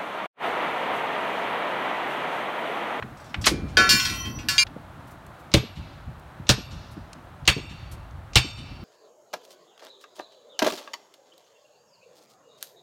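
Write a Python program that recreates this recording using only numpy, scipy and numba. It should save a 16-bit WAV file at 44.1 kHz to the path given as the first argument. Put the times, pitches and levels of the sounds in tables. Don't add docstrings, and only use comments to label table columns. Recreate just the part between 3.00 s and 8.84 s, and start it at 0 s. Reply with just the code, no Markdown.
import sys
import numpy as np
from scipy import signal
from scipy.fft import rfft, irfft
from scipy.io import wavfile
from scipy.ndimage import uniform_filter1d
from numba import njit

SR = 44100
rng = np.random.default_rng(int(sys.argv[2]) if len(sys.argv) > 2 else 0)


def to_wav(s):
    ch = np.atleast_2d(s).T
    pcm = np.round(np.clip(ch, -1, 1) * 32767)
    wavfile.write(sys.argv[1], SR, pcm.astype(np.int16))


N = 257544
CLANGS_END_S = 1.639

# (time [s], level [dB], thump gain [dB], thump centre [Hz], rim gain [dB], head gain [dB],
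# crack centre [Hz], chatter [s], first bounce level [dB], second bounce level [dB])
BLOWS = [(2.539, -11, 6, 148.4, -36.5, -39, 2970, 0.013, -23.5, -29),
         (3.491, -9.5, -1.5, 208, -35.5, -41, 3860, 0.014, -24.5, -33),
         (4.4762, -10.5, -8.5, 129, -29.5, -47, 2560, 0.015, -16.5, -34),
         (5.356, -9.5, -4.5, 77, -27, -44.5, 3170, 0.018, -26, -33)]


def undb(db):
    return 10 ** (np.asarray(db) / 20)


def level(x, db):
    return x * undb(db) / np.sqrt(np.mean(x ** 2))


def band(x, hz, octaves):
    edges = np.clip([hz * 2 ** (-octaves / 2), hz * 2 ** (octaves / 2)], 10, .45 * SR)
    return signal.sosfilt(signal.butter(3, edges, "bandpass", fs=SR, output="sos"), x)


def strike(pitches, modes, times, peak_db, centre_hz, slope_db, scatter_db,
           wobble=0., wobble_hz=30., stop=N / SR):
    out = np.zeros(N)
    at = (np.asarray(times) * SR).astype(int)
    chance = rng.standard_normal((len(at), 2 * len(modes)))
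    span = slice(at[0], int(stop * SR))
    steps = np.arange(span.stop - at[0]) * wobble_hz / SR
    for k, (hz, (db, t60)) in enumerate(zip(pitches, modes)):
        kick = np.zeros(N)
        colour_db = scatter_db * chance[:, 2 * k + 1] - slope_db * np.log2(hz / centre_hz) ** 2
        kick[at] = np.sign(chance[:, 2 * k]) * undb(db + peak_db + colour_db)
        r = 1000 ** (-1 / (max(t60, .01) * SR))
        w = 2 * np.pi * hz / SR
        ring = signal.lfilter([0, r * np.sin(w)], [1, -2 * r * np.cos(w), r * r], kick[span])
        if wobble:
            ring *= np.interp(steps, np.arange(1024), 1 + wobble * rng.standard_normal(1024))
        out[span] += ring
    return out


def add_burst(out, s, db, hz, octaves, rise, t60, hold=0.):
    t = np.arange(SR) / SR
    noise = level(band(rng.standard_normal(SR), hz, max(octaves, .2)), db)
    attack = 1 - np.exp(-t / max(rise, 1e-4))
    decay = 1000 ** (-np.maximum(t - hold, 0) / max(t60, .005))
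    i = int(s * SR)
    out[i:i + SR] += (noise * attack * decay)[:N - i]


def bursts(rows):
    out = np.zeros(N)
    for row in rows:
        add_burst(out, *row)
    return out


def walk(rate):
    k = int(SR / rate)
    held = np.repeat(rng.standard_normal(N // k + 1), k)
    return 1.3 * uniform_filter1d(uniform_filter1d(held, k), k)[:N]


@njit
def follow(x, release_s):
    release = np.exp(-1 / (release_s * SR))
    peak, envelope = 0., np.empty(len(x))
    for i in range(len(x)):
        peak = max(abs(x[i]), peak * release)
        envelope[i] = peak
    return envelope


def wind():
    # (time [s], rumble level [dB], flutter level [dB])
    gusts = [(0, -40.5, -54.5), (.3, -54.5, -59.5), (.38, -35, -42), (.7, -39, -42.5), (1.15, -40.5, -43),
             (1.4, -38.5, -41.5), (1.6, -47.5, -52.5), (2.401, -53, -60), (2.7, -46, -49.5),
             (3.099, -46, -61.5), (3.8, -44, -54), (4.249, -50.5, -61.5), (4.899, -42, -62.5),
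             (5.4, -48, -57), (5.7, -40, -52), (5.84, -43.5, -54)]
    s, rumble_db, flutter_db = np.transpose(gusts)
    t = np.arange(N) / SR
    rumble = level(band(rng.standard_normal(N), 71.2, 1.55), 0)
    rumble *= undb(np.interp(t, s, rumble_db) + 1.8 * walk(23))
    flutter = level(band(rng.standard_normal(N), 183.6, 1.5), 0)
    flutter *= undb(np.interp(t, s, flutter_db) + 4.5 * walk(30))
    return rumble + flutter


def traffic():
    # (frequency [Hz], relative density [dB])
    spectrum = [(88, -19.5), (150, 4.5), (182, -4), (254, -12.5), (334, -4.5), (431, -10.5), (624, -3),
                (1390, -6.5), (2310, -18), (4000, -24), (5050, -31.5), (9630, -34.5), (16000, -38)]
    # (time [s], gain [dB])
    drift = [(0.0, 3.5), (5.84, -0.8)]
    hz, db = np.transpose(spectrum)
    bins_hz = np.fft.rfftfreq(N, 1 / SR) + 1
    shape = undb(np.interp(np.log(bins_hz), np.log(hz), db))
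    drift_db = np.interp(np.arange(N) / SR, *np.transpose(drift)) + .4 * walk(25)
    wash = irfft(rfft(rng.standard_normal(N)) * shape, N)
    return level(wash, -51) * undb(drift_db)


def contacts():
    # (time [s], level [dB], centre [Hz])
    knocks = [(.0243, -30.5, 1140), (.3428, -25, 1650), (1.667, -39, 2100)]
    # (time [s], level [dB], centre [Hz], width [octaves], rise [s], t60 [s])
    slip = [(.441, -25, 2520, 1.9, 0.0017, 0.17), (.455, -14.5, 3460, 3.3, 0.01, 0.13),
            (.4655, -7.5, 2230, 2.8, 0.0026, 0.082)]
    # (time [s], level [dB], centre [Hz])
    scuffs = [(2.069, -51, 7930), (2.105, -48.5, 8000), (2.39, -54, 6900), (3.91, -48.5, 5960),
              (4.912, -39, 6000)]
    ticks = [(2.265, -50.5, 7070), (3.196, -54, 8610), (4.131, -37, 4330), (4.185, -58.5, 2940),
             (5.11, -57, 3870)]
    # (lead [s], gain on the blow [dB])
    lead_ticks = [(.0228, -27.5), (0.0093, -28.5)]
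    out = bursts(slip)
    for s, db, *_ in BLOWS:
        for lead, gain_db in lead_ticks:
            add_burst(out, s - lead, db + gain_db, hz=3500, octaves=1.5, rise=.0006, t60=.038)
    for knock in knocks:
        add_burst(out, *knock, octaves=2.15, rise=.00034, t60=.046)
    for tick in ticks:
        add_burst(out, *tick, octaves=1.8, rise=.00027, t60=.02)
    for scuff in scuffs:
        add_burst(out, *scuff, octaves=2.2, rise=.012, t60=.1)
    return out


def thuds():
    # (time [s], level [dB], centre [Hz], t60 [s])
    low_thuds = [(0.031, -28.5, 152, 0.11), (.36, -28.5, 77, .3), (.465, -22, 324, 0.15),
                 (.51, -25, 210, 0.41), (0.771, -24.5, 347, 0.44), (1.761, -25.5, 297, 0.031),
                 (3.07, -32, 109, 0.22), (3.396, -21, 128.4, 0.044), (3.966, -24.5, 137, 0.091),
                 (4.419, -25, 70.5, 0.096), (5.18, -17, 72.4, 0.037), (5.821, -37, 150, .1)]
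    # (delay [s], centre [Hz], width [octaves], rise [s], t60 [s])
    bounces = [(0.087, 185, 2.06, 0.0059, 0.086), (.228, 96, 2.06, 0.0049, 0.27)]
    octaves, rise_cycles = 1.74, .6
    out = bursts((s, db, hz, octaves, rise_cycles / hz, t60) for s, db, hz, t60 in low_thuds)
    for s, *_, first_db, second_db in BLOWS:
        for db, (delay, *shape) in zip((first_db, second_db), bounces):
            add_burst(out, s + delay, db, *shape)
    return out


def yard(x):
    # (delay [s], level [dB], centre [Hz], rise [s], t60 [s])
    echoes = [(.012, -52, 2337, .004, 0.26), (0.083, -65.5, 2000, 0.0076, 0.34),
              (0.189, -69, 2223, 0.1, .9), (0.212, -66.5, 4090, 0.0054, 0.15)]
    response = bursts((delay, db, hz, 3.0, rise, t60) for delay, db, hz, rise, t60 in echoes)
    return x + signal.fftconvolve(x, response[:SR + SR // 4])[:N]


def clangs():
    # (level [dB], t60 [s])
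    bend_hz = [738, 1114, 1365, 1491, 1712, 1933, 2007, 2207, 2272, 2525, 2638, 3138, 3680, 4420, 5114,
               5609, 5805, 5862, 6842, 7111, 8145, 9135, 9986, 12700]
    bend_modes = [(-7, 0.79), (-3.5, 0.47), (-4.5, 0.97), (1.5, 0.47), (1.5, 0.36), (-15.5, 1.2),
                  (-22.5, 1.5), (-21.5, 0.59), (-17, 0.53), (-5.5, 0.13), (-20.5, 1.8), (-11, 0.57),
                  (-8, 0.39), (-10, .6), (-17, 0.29), (-20.5, .3), (-16, 1.4), (-18, 0.63), (-26, 0.22),
                  (-26, 0.21), (-25.5, 0.24), (-23.5, .5), (-19.5, .3), (-27, .3)]
    # (level [dB], t60 [s])
    twist_hz = [2132, 2377, 3273, 3757, 4085, 4744, 6336, 6572, 7811, 8479, 8764, 9375, 9755, 11270]
    twist_modes = [(-9, 0.24), (-5, 0.61), (-2, 0.076), (-9, 0.12), (-10, 0.23), (0.5, 0.13), (-11.5, 0.27),
                   (-16, 0.55), (-32, .3), (-35, .4), (-27.5, 0.35), (-15.5, 0.88), (-21, 0.33), (-23, .3)]
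    # (level [dB], t60 [s])
    iron_hz = [1067, 2810, 4233, 4484, 4608, 5012, 5276, 6150, 6910, 7160, 7407, 7520, 7957, 8581, 9001,
               9658, 10400, 10830, 11390, 11930, 13250, 13730, 14300, 15370, 15630]
    iron_modes = [(-5, 2.9), (4, 0.28), (-4, 0.67), (-1.5, 0.39), (-0.5, 0.35), (-15.5, 0.2), (-0.5, 0.59),
                  (-6.5, 0.15), (-12, 0.69), (-8.5, 0.33), (-13.5, .4), (-7, 0.36), (-24, 0.15),
                  (-12, 0.13), (-15, .5), (-12, .3), (-29, 0.1), (-25.5, 0.16), (-14.5, 1.2), (-16, 0.44),
                  (-21.5, .4), (-14.5, 1.1), (-27, 0.55), (-23, 0.3), (-16, .9)]
    # (time [s], level [dB], brightest [Hz])
    taps = [(0.172, -51, 4160), (.2, -52, 4180), (0.243, -49.5, 4160), (0.263, -53.5, 4000),
            (.295, -50.5, 3880), (0.414, -38, 5000), (.998, -18.5, 3000), (1.052, -18, 3240),
            (1.097, -25, 3000), (1.137, -32, 3490), (1.252, -33.5, 3000), (1.388, -36, 2860)]
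    # (time [s], level [dB], bend gain [dB], twist gain [dB], iron gain [dB], # brightest [Hz],
    # crack gain [dB])
    hard_hits = [(0.47, -31, -7.5, 7, -15, 2164, 2), (0.77, -7.5, 2.5, -2.5, -9, 2924, -8),
                 (0.892, -4.5, -2, -3.5, -4.5, 5000, -2), (1.486, -20, 2, 1, -2, 4000, 5.5),
                 (1.581, -10.5, -8, 7, -3.5, 4000, -25.5)]
    tap_slope_db, hard_slope_db = 6, 3.26
    grip_s, grip_db_per_s, grip_most_db, iron_grip_share = 1.3, 195.5, 9, .3
    crowd = rng.random((120, 3))
    weak_hz = 900 + 14500 * crowd[:, 0] ** 2
    weak_modes = np.transpose([-22 - 12 * crowd[:, 1], .16 + .076 * crowd[:, 2]])
    hits = [(s, db, -7, -7, -14, hz, 6.5, tap_slope_db) for s, db, hz in taps]
    hits += [(*hit, hard_slope_db) for hit in hard_hits]
    hits = np.array(sorted(hits))
    early = hits[:, 0] < grip_s
    grip_db = np.clip(grip_db_per_s * (np.arange(N) / SR - grip_s), 0, grip_most_db)
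    out = np.zeros(N)
    for rows, loss_db in (hits[early], grip_db), (hits[~early], 0):
        s, db, bend_db, twist_db, iron_db, hz, crack_db, slope_db = rows.T
        touch = dict(centre_hz=hz, slope_db=slope_db, stop=CLANGS_END_S)
        waver = dict(scatter_db=1, wobble=.36, wobble_hz=70)
        ring = strike(bend_hz, bend_modes, s, db + bend_db - 8, **touch, **waver)
        ring += strike(twist_hz, twist_modes, s, db + twist_db - 8, **touch, **waver)
        iron = strike(iron_hz, iron_modes, s, db + iron_db - 8, **touch, **waver)
        ring += strike(weak_hz, weak_modes, s, db + crack_db, scatter_db=4.5, **touch)
        for at, hit_db, centre_hz, slope in zip(s, db + crack_db, hz, slope_db):
            octaves = 1 if slope == tap_slope_db else 5.1
            add_burst(ring, at, hit_db - 18.5, centre_hz, octaves, .0004, .04)
            add_burst(ring, at, hit_db - 23.5, .78 * centre_hz, 2.2, .004, .35)
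        out += ring * undb(-loss_db) + iron * undb(-iron_grip_share * loss_db)
    return out


def squeal():
    # (pitch [Hz], base level [dB])
    high_pair = [(5859, -47), (5877, -48)]
    low_pair = [(3138, -45), (3152, -51)]
    # (time [s], high pair gain [dB], low pair gain [dB])
    rubbing = [(1.12, -35.5, -18), (1.17, -12.5, -5), (1.221, 13, 2.5), (1.28, -19, 3.5), (1.332, -3, -16),
               (1.4, -2.5, -26), (1.49, -42, -50), (1.598, -35, -42)]
    t = np.arange(N) / SR
    s, *gains_db = np.transpose(rubbing)
    out = np.zeros(N)
    for pair, gain_db in zip((high_pair, low_pair), gains_db):
        tones = sum(np.sqrt(2) * undb(db) * np.sin(2 * np.pi * (hz * t + rng.random())) for hz, db in pair)
        out += tones * undb(np.interp(t, s, gain_db, left=-99, right=-99))
    return out


def sledge():
    # (level [dB], t60 [s])
    tyre_hz = [45, 70, 125, 197, 320, 435, 570]
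    tyre_modes = [(2, 0.104), (5, 0.1), (3.5, 0.14), (-3, 0.14), (0.5, 0.087), (-11.5, 0.16), (3, 0.085)]
    # (level [dB], t60 [s])
    rim_hz = [1125, 1615, 2008, 2275, 2370, 2620, 2765, 2990, 3310, 3620, 3695, 3825, 4160, 4550, 5345,
              5530, 5830, 6600, 7483, 7666, 8415, 8861, 9313, 12630]
    rim_modes = [(-3, 0.12), (7, 0.072), (-0.5, 0.23), (-13.5, 1.4), (-4, 0.89), (-8, 1.2), (-5.5, 1.07),
                 (-18, 0.45), (3, 0.22), (-6, 1), (-17, 0.4), (-39, 0.34), (6.5, 0.12), (-6, 1.1),
                 (-8, 0.68), (-12.5, 0.85), (-9, 0.42), (-4.5, 0.44), (-9.5, 0.58), (-30.5, 0.29),
                 (-11.5, 0.6), (-5, 0.16), (-24.5, 0.3), (-24.5, 0.36)]
    # (level [dB], t60 [s])
    head_hz = [11470]
    head_modes = [(-0.54, 0.63)]
    s, db, thump_db, thump_hz, rim_db, head_db, crack_hz, chatter, *_ = np.transpose(BLOWS)
    out = strike(tyre_hz, tyre_modes, s + .00329, db + thump_db, thump_hz, 1.38, 1.5, .53, wobble_hz=90)
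    out += strike(rim_hz, rim_modes, s, db + rim_db, crack_hz, .5, .76, .8, wobble_hz=160)
    out += strike(head_hz, head_modes, s, db + head_db, head_hz[0], 0, 0, .334, wobble_hz=40)
    pressed = [(mode_db, .11 * t60) for mode_db, t60 in rim_modes]
    out += strike(rim_hz, pressed, s + .003, db + rim_db + 26, crack_hz, .48, .93, .8, wobble_hz=200)
    for at, blow_db, low_db, hz, hold in zip(s, db, db + thump_db, crack_hz, chatter):
        add_burst(out, at, blow_db + 2, 4200, 1.5, .0002, .015)
        add_burst(out, at + .0027, blow_db - 7, 1200, 1.5, .002, .12)
        add_burst(out, at, blow_db - .5, hz, 1.1, .0005, .05, hold)
        add_burst(out, at, blow_db - 11, 2500, 3.5, .0005, .09, hold)
        add_burst(out, at, blow_db - 19.5, 10000, 1.4, .0003, .09, hold / 2)
        add_burst(out, at, low_db - 12, 350, 2.4, .002, .09, hold)
    return out


def scene():
    cutoff = np.clip((CLANGS_END_S - np.arange(N) / SR) / .0069, 0, 1)
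    prying = yard(clangs() + squeal()) * cutoff
    impacts = yard(sledge() + contacts())
    return (prying + impacts + thuds() + wind() + traffic())[None]


def record(dry):
    low_hz, top_hz, drive_db = 33.6, 15900, 2
    duck_threshold, duck_power, ceiling = .48, .14, .66
    low_cut = signal.butter(2, low_hz, "highpass", fs=SR, output="sos")
    top_cut = signal.ellip(10, .2, 80, top_hz, fs=SR, output="sos")
    x = signal.sosfilt(low_cut, dry[0]) * undb(drive_db)
    slow_peak = uniform_filter1d(follow(x, release_s=.45), size=441)
    x *= np.minimum(duck_threshold / slow_peak, 1) ** duck_power
    x = signal.sosfilt(top_cut, x)
    x *= np.minimum(ceiling / follow(x, release_s=.021), 1)
    return signal.sosfilt(top_cut, x)[None]


dry = scene()
out = record(dry)
to_wav(out)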